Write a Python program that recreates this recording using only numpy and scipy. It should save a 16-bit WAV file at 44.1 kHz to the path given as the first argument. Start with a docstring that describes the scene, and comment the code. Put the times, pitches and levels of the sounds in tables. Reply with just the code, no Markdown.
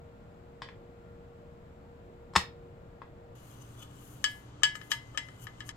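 """A quiet kitchen with a humming fridge, on a stereo microphone. From the far position, a loaded ceramic
plate knocks on a cloth-covered table: the cloth mutes its modes, the table top thumps, the room echoes.
Then, from a closer position to the plate's right, a metal tart tin slides and clinks on it: grit hisses
under the tin and sets the plate singing, and each clink clacks the tin and rings the plate."""
import sys
import numpy as np
from scipy import signal
from scipy.fft import rfft, irfft
from scipy.io import wavfile
from scipy.ndimage import uniform_filter1d

SR = 44100
rng = np.random.default_rng(int(sys.argv[2]) if len(sys.argv) > 2 else 0)


def waveform_to_disk(signal):
    """Save audio, clipped to [-1, 1], as 16-bit WAV at the path in sys.argv[1]."""
    frames = np.transpose(np.atleast_2d(signal))
    scaled = np.clip(frames, -1, 1) * 32767
    samples = np.round(scaled).astype(np.int16)
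    wavfile.write(sys.argv[1], SR, samples)


N = 254016
CLOSE_S, CUT_S = 3.352, 5.718  # the close position begins; the tin's sound drops abruptly at a cut


def gain_of(db):
    """dB to gain."""
    return 10 ** (np.asarray(db) / 20)


def unit_rms(x):
    """Scales to rms 1."""
    return x / np.sqrt(np.mean(x ** 2) + 1e-20)


def curve_at(points, hz):
    """Reads a curve on a log-frequency axis."""
    f, value = np.transpose(points)
    return np.interp(np.log(hz + 1), np.log(f + 1), value)


def add(mix, s, sound):
    """Mixes a sound in at second s."""
    part = mix[..., round(s * SR):][..., :sound.shape[-1]]
    part += sound[..., :part.shape[-1]]


def colour(x, points, late_s=0.):
    """Filters by a dB spectrum and delays."""
    hz = np.fft.rfftfreq(len(x), 1 / SR)
    return irfft(rfft(x) * gain_of(curve_at(points, hz)) * np.exp(-2j * np.pi * hz * late_s), len(x))


# Room tone at the far and the close position. 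Each row: frequency in Hz, relative level in dB.
FAR_TONE = [(20, -17.5), (48, -6.5), (150, -7.5), (293, -16.5), (330, -18.5), (607, -15.5), (900, -23),
            (1500, -29.5), (4000, -44), (5900, -52.5), (7700, -47), (8700, -61.5), (12000, -55),
            (16000, -60)]
CLOSE_TONE = [(20, -10), (60, -7), (123, -6), (285, -12), (400, -14), (1260, -19.5), (2320, -31.5),
              (4400, -34.5), (5900, -40.5), (7700, -38), (8700, -54), (16000, -74.5)]
# The room across the microphone. Each row: frequency in Hz, left-right likeness from 0 to 1.
LIKENESS = [(60, 0.94), (300, 1), (700, 0.38), (1500, 0.11), (4000, 0.054), (15000, .05)]
# The room tone leans left. Each row: frequency in Hz, left minus right in dB.
TONE_LEAN = [(60, 2), (180, 0.5), (550, 1.5), (1650, 1.5), (4970, 5.5), (15000, 4.5)]
def room_tone(spectrum, level_db, left_lead_s=.00043):
    """Air and fridge noise, alike on both sides of the microphone only in the bass."""
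    frames, hz = N // 512 + 5, np.fft.rfftfreq(2048, 1 / SR)
    a, b, c, d = rng.standard_normal((frames, 1025, 4)).T
    left, unrelated = a + 1j * b, c + 1j * d
    same = np.clip(curve_at(LIKENESS, hz), 0, 1)[:, None]
    delay = np.exp(-2j * np.pi * hz * left_lead_s)[:, None]
    right = same * left * delay + np.sqrt(1 - same ** 2) * unrelated
    lean_db = curve_at(TONE_LEAN, hz) / 2
    gains = gain_of(curve_at(spectrum, hz) + np.array([lean_db, -lean_db]))
    noise = signal.istft(np.array([left, right]) * gains[..., None], nperseg=2048, noverlap=1536)[1]
    return gain_of(level_db) * unit_rms(noise[:, :N])


# The fridge from each position. Each row: rms level in dB, waver width in Hz, waver depth.
FAR_HUM = [(-67.5, 6, .5), (-57.5, 3.6, 0.22), (-73, 6, .5), (-81.5, 6.5, .5), (-75, 4, .4)]
CLOSE_HUM = [(-63.5, 35, 0.27), (-53.5, 40, 0.7), (-66, 12.5, 1), (-95, 14, .6), (-77.5, 6.7, 0.43),
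             (-71, 1.8, .6)]
FAR_HUM_HZ, CLOSE_HUM_HZ = [360, 471, 530, 592, 1394], [59, 118, 296, 355, 414, 473]
def fridge_hum(hum_hz, lines, left_lead_s=.00015):
    """Narrow, wavering hum lines that reach the left side a little early."""
    t = np.arange(N) / SR - left_lead_s * np.c_[[0, 1]]
    out = np.zeros((2, N))
    for hz, (db, width_hz, depth) in zip(hum_hz, lines):
        r = np.exp(-np.pi * width_hz / SR)
        waver = unit_rms(signal.lfilter([1], [1, -2 * r, r * r], rng.standard_normal((2, N))))
        line = (1 + depth * (waver[0] + 1j * waver[1])) * np.exp(2j * np.pi * hz * t)
        out += gain_of(db) * unit_rms(line.real)
    return out


# The frequencies in Hz at which a blow's colour, its shade, is set.
SHADE_HZ = [1100, 1750, 3100, 5000, 7600, 12000]
def shade(tilt_db, rounding_db):
    """A blow's colour in dB: a tilt per octave, less a rounding per octave squared."""
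    octaves = np.log2(np.divide(SHADE_HZ, SHADE_HZ[2]))
    return tilt_db * octaves - rounding_db * octaves ** 2


def ring(hz, db, t60, shade_db=(0,) * 6, damping=0.95, *, rise_s, size):
    """Decaying modes after one blow, weighted by its colour."""
    db = db + curve_at(np.c_[SHADE_HZ, shade_db], hz)
    t = np.arange(size) / SR
    decay = gain_of(db[:, None] - 60 * t * damping / t60[:, None])
    attack = (1 - np.exp(-t / rise_s)) ** 2
    return (decay * np.sin(2 * np.pi * hz[:, None] * t)).sum(0) * attack


# The contact's crack, as coloured by the microphone. Each row: frequency in Hz, relative level in dB.
CRACK_AT_MIC = [(500, -25), (1500, -1), (5000, 1), (6000, -9), (7800, -3.5), (9000, -13.5), (12000, -21),
                (16000, -27)]
def crack(shade_db, t60):
    """The contact's dry crack, as coloured by the microphone."""
    t = np.arange(3000) / SR
    noise = colour(rng.standard_normal(len(t)), CRACK_AT_MIC)
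    noise = colour(noise, np.c_[SHADE_HZ, shade_db])
    return unit_rms(noise) * gain_of(-60 * t / t60) * (1 - np.exp(-t / .0005))


# Knocks from the far position. Each row: start in seconds, level in dB, damping factor, tilt in dB per
# octave, rounding in dB per octave squared, echo send in dB, left minus right in dB.
PLATE_KNOCKS = [(0.6194, -28, 2.1, -4.5, 4.5, 6, 6), (0.6875, -39, 2.2, -5.5, 5, 4.5, 8),
                (2.336, -39.5, 2.3, -2.5, 0, 6, 3.5), (2.3535, -19.5, 1.1, -0.5, 2, 0, 2),
                (2.359, -15, 0.74, -4, -3.3, -0.5, 5), (2.3613, -5, 2.7, -0.16, 1.85, 0.3, 5.5),
                (2.364, -14.5, 1.7, 2.5, 2.5, -1.7, 3.5), (2.3783, -23.5, 1.9, 3, 1.5, -5.2, 3.5),
                (2.663, -65, 4.8, -9, -4, -2.1, 1), (3.0178, -35.5, 1.9, -15, 0.5, 4.5, 9)]
# The loaded plate pressed into cloth: its modes in Hz. Each row after that: level in dB, t60 in seconds.
MUTED_HZ = np.array([730, 880, 960, 1066, 1200, 1720, 1892, 2352, 2702, 3140, 3350, 3850, 4100, 4798, 5132, 7630, 8320, 11000])
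MUTED_MODES = [(-22, 0.029), (-11, .035), (0, 0.086), (9, 0.078), (13.5, 0.016), (9.5, 0.032),
               (-5.5, 0.078), (-8, 0.011), (2.5, 0.023), (-5.5, 0.095), (2.5, 0.029), (-4.5, 0.012),
               (-13, 0.012), (-13, .025), (-1.5, 0.046), (-12, .03), (-19.5, 0.09), (-33, 0.0139)]
# The table top. Each row: frequency in Hz, level in dB, t60 in seconds.
TABLE_MODES = [(76.5, -1, 0.11), (186, 3.5, 0.089), (330, -5.5, 0.059), (439, -12, 0.058)]
# Echo reaching the far position. Each row: frequency in Hz, gain in dB.
FAR_ECHO = [(300, -4.5), (620, -10), (1000, -14), (1900, -4), (3200, -4.5), (6000, -1.5), (12000, 1.5)]
def plate_knocks():
    """The plate meets the cloth: muted modes, a dry crack, a table thump and the kitchen's echo."""
    plate, thump, echo_send = np.zeros((2, N)), np.zeros(N), np.zeros(N)
    table = ring(*np.transpose(TABLE_MODES), rise_s=0.005, size=12000)
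    for s, db, damping, tilt_db, rounding_db, echo_db, left_db in PLATE_KNOCKS:
        shade_db = shade(tilt_db, rounding_db)
        blow = ring(MUTED_HZ, *np.transpose(MUTED_MODES), shade_db, damping, rise_s=0.00024, size=5000)
        blow /= abs(blow).max()
        add(blow, 0, gain_of(-12) * crack(shade_db, t60=0.029))
        add(plate, s, gain_of(db + np.c_[[left_db, -left_db]] / 2) * blow)
        add(echo_send, s, gain_of(db + echo_db) * blow)
        add(thump, s, gain_of(-12.5 + 1.9 * db) * table)  # the thump grows faster than the blow
    return plate + thump * gain_of([[1.1], [-1.1]]) + kitchen_echo(colour(echo_send, FAR_ECHO))


# The kitchen's decay. Each row: frequency in Hz, t60 in seconds.
KITCHEN_T60 = [(100, .2), (500, 0.27), (1100, 0.26), (2000, 0.24), (4000, 0.25), (8000, 0.16),
               (15000, 0.23)]
def kitchen_echo(x):
    """Sparse reflections of random sign, each band dying at its own speed, alike in the bass."""
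    taps = np.zeros((2, SR // 2))
    slots = np.arange(120, SR // 2 - 20, 20)
    arrivals = slots + rng.integers(0, 20, (2, len(slots)))
    np.put_along_axis(taps, arrivals, rng.choice([-1., 1.], arrivals.shape), 1)
    hz, t, (left, unrelated) = signal.stft(taps, SR, nperseg=256)
    same = np.clip(curve_at(LIKENESS, hz), 0, 1)[:, None]
    right = same * left + np.sqrt(1 - same ** 2) * unrelated
    decay = gain_of(-60 * t / curve_at(KITCHEN_T60, hz)[:, None])
    tail = signal.istft(np.array([left, right]) * decay, SR, nperseg=256)[1]
    return signal.fftconvolve(x[None], tail / np.linalg.norm(tail[0]), axes=1)[:, :N]


# Slow sliding, close up. Each row: time in seconds, scrape level in dB.
SLIDE_LEVELS = [(3.351, -63.5), (3.5, -59), (3.62, -62.5), (3.74, -62), (3.88, -67), (3.95, -61.5),
                (4.051, -57), (4.15, -57.5), (4.2, -62.5), (4.28, -61), (4.38, -59.5), (4.55, -81),
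                (4.7, -70), (4.85, -61), (5.0, -69), (5.3, -67), (5.4, -70), (5.72, -72)]
# The grit's hiss. Each row: frequency in Hz, relative level in dB.
SCRAPE_SPECTRUM = [(800, -22), (1220, -10), (2000, -0.5), (3010, 12.5), (4800, -6), (6500, 7), (8650, -3.5),
                   (11500, -3), (14000, -9), (16000, -16)]
# Quick slips. Each row: crest time in seconds, rise in seconds, crest level in dB, low cut in Hz.
TIN_SLIPS = [(3.541, .003, -60, 5030), (3.625, 0.013, -58.5, 5000), (3.806, 0.023, -55.5, 6000),
             (3.831, 0.014, -51.5, 2480), (4.32, 0.022, -52, 8000), (4.756, 0.0036, -48, 2000),
             (4.914, 0.0083, -38.5, 2450), (5.44, 0.032, -50, 5960), (5.605, .008, -60, 5000),
             (5.685, 0.026, -51.5, 6000)]
def tin_slide():
    """Grit under the moving tin hisses and feeds the plate's modes; quick slips add bright swishes."""
    t = np.arange(N) / SR
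    scrape_db = np.interp(t, *np.transpose(SLIDE_LEVELS))
    excess_db = scrape_db + 66  # above a gentle slide
    noise = rng.standard_normal(N)
    roughness_db = 1.9 * unit_rms(uniform_filter1d(rng.standard_normal(N), size=60))
    grit = unit_rms(noise * gain_of(roughness_db))
    hiss = unit_rms(colour(grit, SCRAPE_SPECTRUM))
    low = signal.sosfiltfilt(signal.butter(2, 9000, fs=SR, output="sos"), hiss)
    tilt_db = 2 + .9 * excess_db  # faster sliding is brighter
    out = (low * gain_of(-tilt_db) + (hiss - low) * gain_of(tilt_db)) * gain_of(scrape_db)
    force = gain_of(-69.5 + 0.43 * excess_db)  # the plate's ring follows the scrape only in part
    for crest_s, rise_s, db, low_hz in TIN_SLIPS:
        span = slice(round((crest_s - .1) * SR), round((crest_s + .2) * SR))
        late_s = t[span] - crest_s
        fall_s = 0.0089 * gain_of(0.73 * (db + 46))  # stronger slips trail longer
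        swell = np.where(late_s < 0, np.exp(-(late_s / rise_s) ** 2), np.exp(-abs(late_s) / fall_s))
        low_cut = signal.butter(2, low_hz, "high", fs=SR, output="sos")
        out[span] += gain_of(db) * swell * signal.sosfilt(low_cut, hiss[span])
        force[span] += gain_of(db + 0.5) * swell
    return out + plate_singing(grit * force)


# The free plate: its modes in Hz. Each row after that: level in dB struck at the rim, level in dB
# struck at the foot, t60 in seconds.
PLATE_HZ = np.array([936, 1210, 1432, 1701, 1868, 2036, 2256, 2503, 2745, 2950, 3042, 3146, 3289, 3440, 3850, 4210, 4592, 5120, 5245, 6247, 6670, 7420, 7619, 8190, 9150, 10760, 11650, 12400, 14200])
PLATE_MODES = [(-30.5, -17, 0.38), (-39, -14, 0.092), (-26, -22, 0.084), (1.5, -18, 0.23), (-49, 12, 0.22),
               (-23.5, -5.5, 0.46), (-22, -45, 0.31), (-21, -32, 0.24), (-17, -7, 0.15), (0, -1, 0.094),
               (10.5, -16, 0.077), (-23, -19, 0.27), (-4, -1.5, 0.11), (-17, -16, 0.11), (-36, -20, 0.14),
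               (-47, -28, .2), (1.5, -30, 0.092), (-21, -15, 0.09), (-7, -5, 0.093), (2, -41, 0.045),
               (-12, -20, 0.068), (-37, -33, 0.11), (-5.5, 2.5, 0.096), (-28, -19, 0.15), (-39, -22, 0.055),
               (-27, -7, 0.14), (-22, -28, 0.049), (-24, -33, .05), (-32, -33, 0.054)]
# How rubbing feeds the modes. Each row: frequency in Hz, gain in dB.
RUB_COUPLING = [(936, -19.5), (1210, -7), (1700, -25), (2400, -38), (3050, -11), (3400, -24), (4600, -28),
                (6250, -14.5), (7600, -14.5), (9150, -15), (14200, -21)]
def plate_singing(push, damping=1.9, flare_db=7.8):
    """The contact wanders over the plate, so each mode flares for a moment and fades."""
    start, out = round(CLOSE_S * SR), np.zeros(N)
    flares = rng.standard_normal((40, len(PLATE_MODES)))
    path = np.linspace(0, 39, N - start)
    for hz, (_, _, t60), flare in zip(PLATE_HZ, PLATE_MODES, flares.T):
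        wander_db = flare_db * np.interp(path, np.arange(40), flare)
        drive = push[start:] * gain_of(curve_at(RUB_COUPLING, hz) + wander_db)
        r, cosine = 10 ** (-3 * damping / (t60 * SR)), np.cos(2 * np.pi * hz / SR)
        mode = signal.lfilter([1, -cosine], [1, -2 * r * cosine, r * r], drive)
        out[start:] += np.sqrt(1 - r * r) * mode
    return out


# The tin, held in the fingers. Each row: frequency in Hz, level in dB, t60 in seconds.
TIN_MODES = [(540, -19.5, 0.029), (1248, -9.5, 0.072), (1752, 4.5, 0.029), (2140, -10.5, 0.052),
             (3097, 0.5, 0.04), (3896, -2.5, 0.023), (5137, -5.5, 0.061), (6264, 5, 0.012),
             (7730, -1.5, 0.021), (9380, -12, 0.02), (11070, -10, 0.013), (12900, -18, 0.017)]
# Nudges, close up. Each row: start in seconds, strength in dB, damping factor.
TIN_NUDGES = [(3.765, -58, 1.2), (3.824, -51, .55), (4.619, -41, 1.1), (5.1455, -42, .45)]
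# Their dull colour, in dB at each of SHADE_HZ.
NUDGE_SHADE = [20, -5, -7, -18, -12, -10]
def tin_nudges():
    """A slow, soft contact on the tin's floor wakes its low notes and leaves the plate alone."""
    out = np.zeros(N)
    for s, db, damping in TIN_NUDGES:
        tin = ring(*np.transpose(TIN_MODES), NUDGE_SHADE, damping, rise_s=.002, size=8000)
        add(out, s, gain_of(db) * tin)
    return out


# Tin on plate, close up. Each row: start in seconds, strength in dB, damping factor, strike spot from
# rim (0) to foot (1), tilt in dB per octave, rounding in dB per octave squared.
TIN_CLINKS = [(4.241, -23, 0.89, .17, -0.9, .3), (4.6332, -16.5, 0.99, .17, -1, 0.3),
              (4.753, -42.5, 3, 0.34, -6, -0.5), (4.8135, -50, .9, .3, -8, 2.5),
              (4.9166, -23.5, 1.34, 0.38, -1.8, 1.2), (5.1747, -27, 1.36, 0.65, -1.8, 1.2),
              (5.2854, -56.5, 1.7, 0.77, -5.5, 0), (5.4689, -46.5, 1.8, 0.63, -7.5, 0),
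              (5.605, -43, 1.2, 0.5, -6, 1.6), (5.6905, -40.5, 1.8, 0.6, -1.3, -0.7)]
def tin_clinks(free_hz=2036):
    """Each touch clacks the tin and rings the plate; the strike spot weights the plate's modes."""
    rim_db, foot_db, t60 = np.transpose(PLATE_MODES)
    out = np.zeros(N)
    for s, db, damping, spot, tilt_db, rounding_db in TIN_CLINKS:
        shade_db = shade(tilt_db, rounding_db)
        modes_db = rim_db + spot * (foot_db - rim_db)
        held_t60 = t60 / np.where(PLATE_HZ == free_hz, 1, damping)  # the grip leaves one mode ringing
        clink = ring(PLATE_HZ, modes_db, held_t60, shade_db, damping=0.97, rise_s=0.0019, size=16000)
        clack = ring(*np.transpose(TIN_MODES), shade_db, rise_s=0.00027, size=5000)
        clack_db = -0.53 - 0.16 * db  # light touches clack the tin more than they ring the plate
        add(clink, 0, gain_of(clack_db) * clack)
        add(clink, 0, gain_of(clack_db - 5) * crack(shade_db, t60=0.047))
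        add(out, s, gain_of(db) * clink)
    return out


# Close up, the microphone's right side is shadowed from the tin. Each row: frequency in Hz, gain in dB.
RIGHT_SHADOW = [(300, -20), (1000, -8), (1700, -18), (3500, -4.5), (7000, -40), (15000, -31)]
def scene():
    """The far position for the knocks, then the close one for the tin."""
    t = np.arange(N) / SR
    far = room_tone(FAR_TONE, level_db=-52) + fridge_hum(FAR_HUM_HZ, FAR_HUM) + plate_knocks()
    tin = tin_clinks() + tin_nudges() + tin_slide()
    close = np.array([tin, colour(tin, RIGHT_SHADOW, late_s=.0001)]) + gain_of(-13.5) * kitchen_echo(tin)
    close *= np.clip((CUT_S - t) / 0.0015, .25, 1)  # the tin's sound drops abruptly at the cut
    close += room_tone(CLOSE_TONE, level_db=-53.5) + fridge_hum(CLOSE_HUM_HZ, CLOSE_HUM)
    switch = np.clip((t - CLOSE_S) / 0.0015, 0, 1)
    return far * (1 - switch) + close * switch


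def record(dry):
    """The recorder's band limit, just under 16 kHz."""
    lowpass = signal.firwin(511, 15950, window=("kaiser", 9), fs=SR)
    return signal.oaconvolve(dry, lowpass[None], "same")


dry = scene()
out = record(dry)
waveform_to_disk(out)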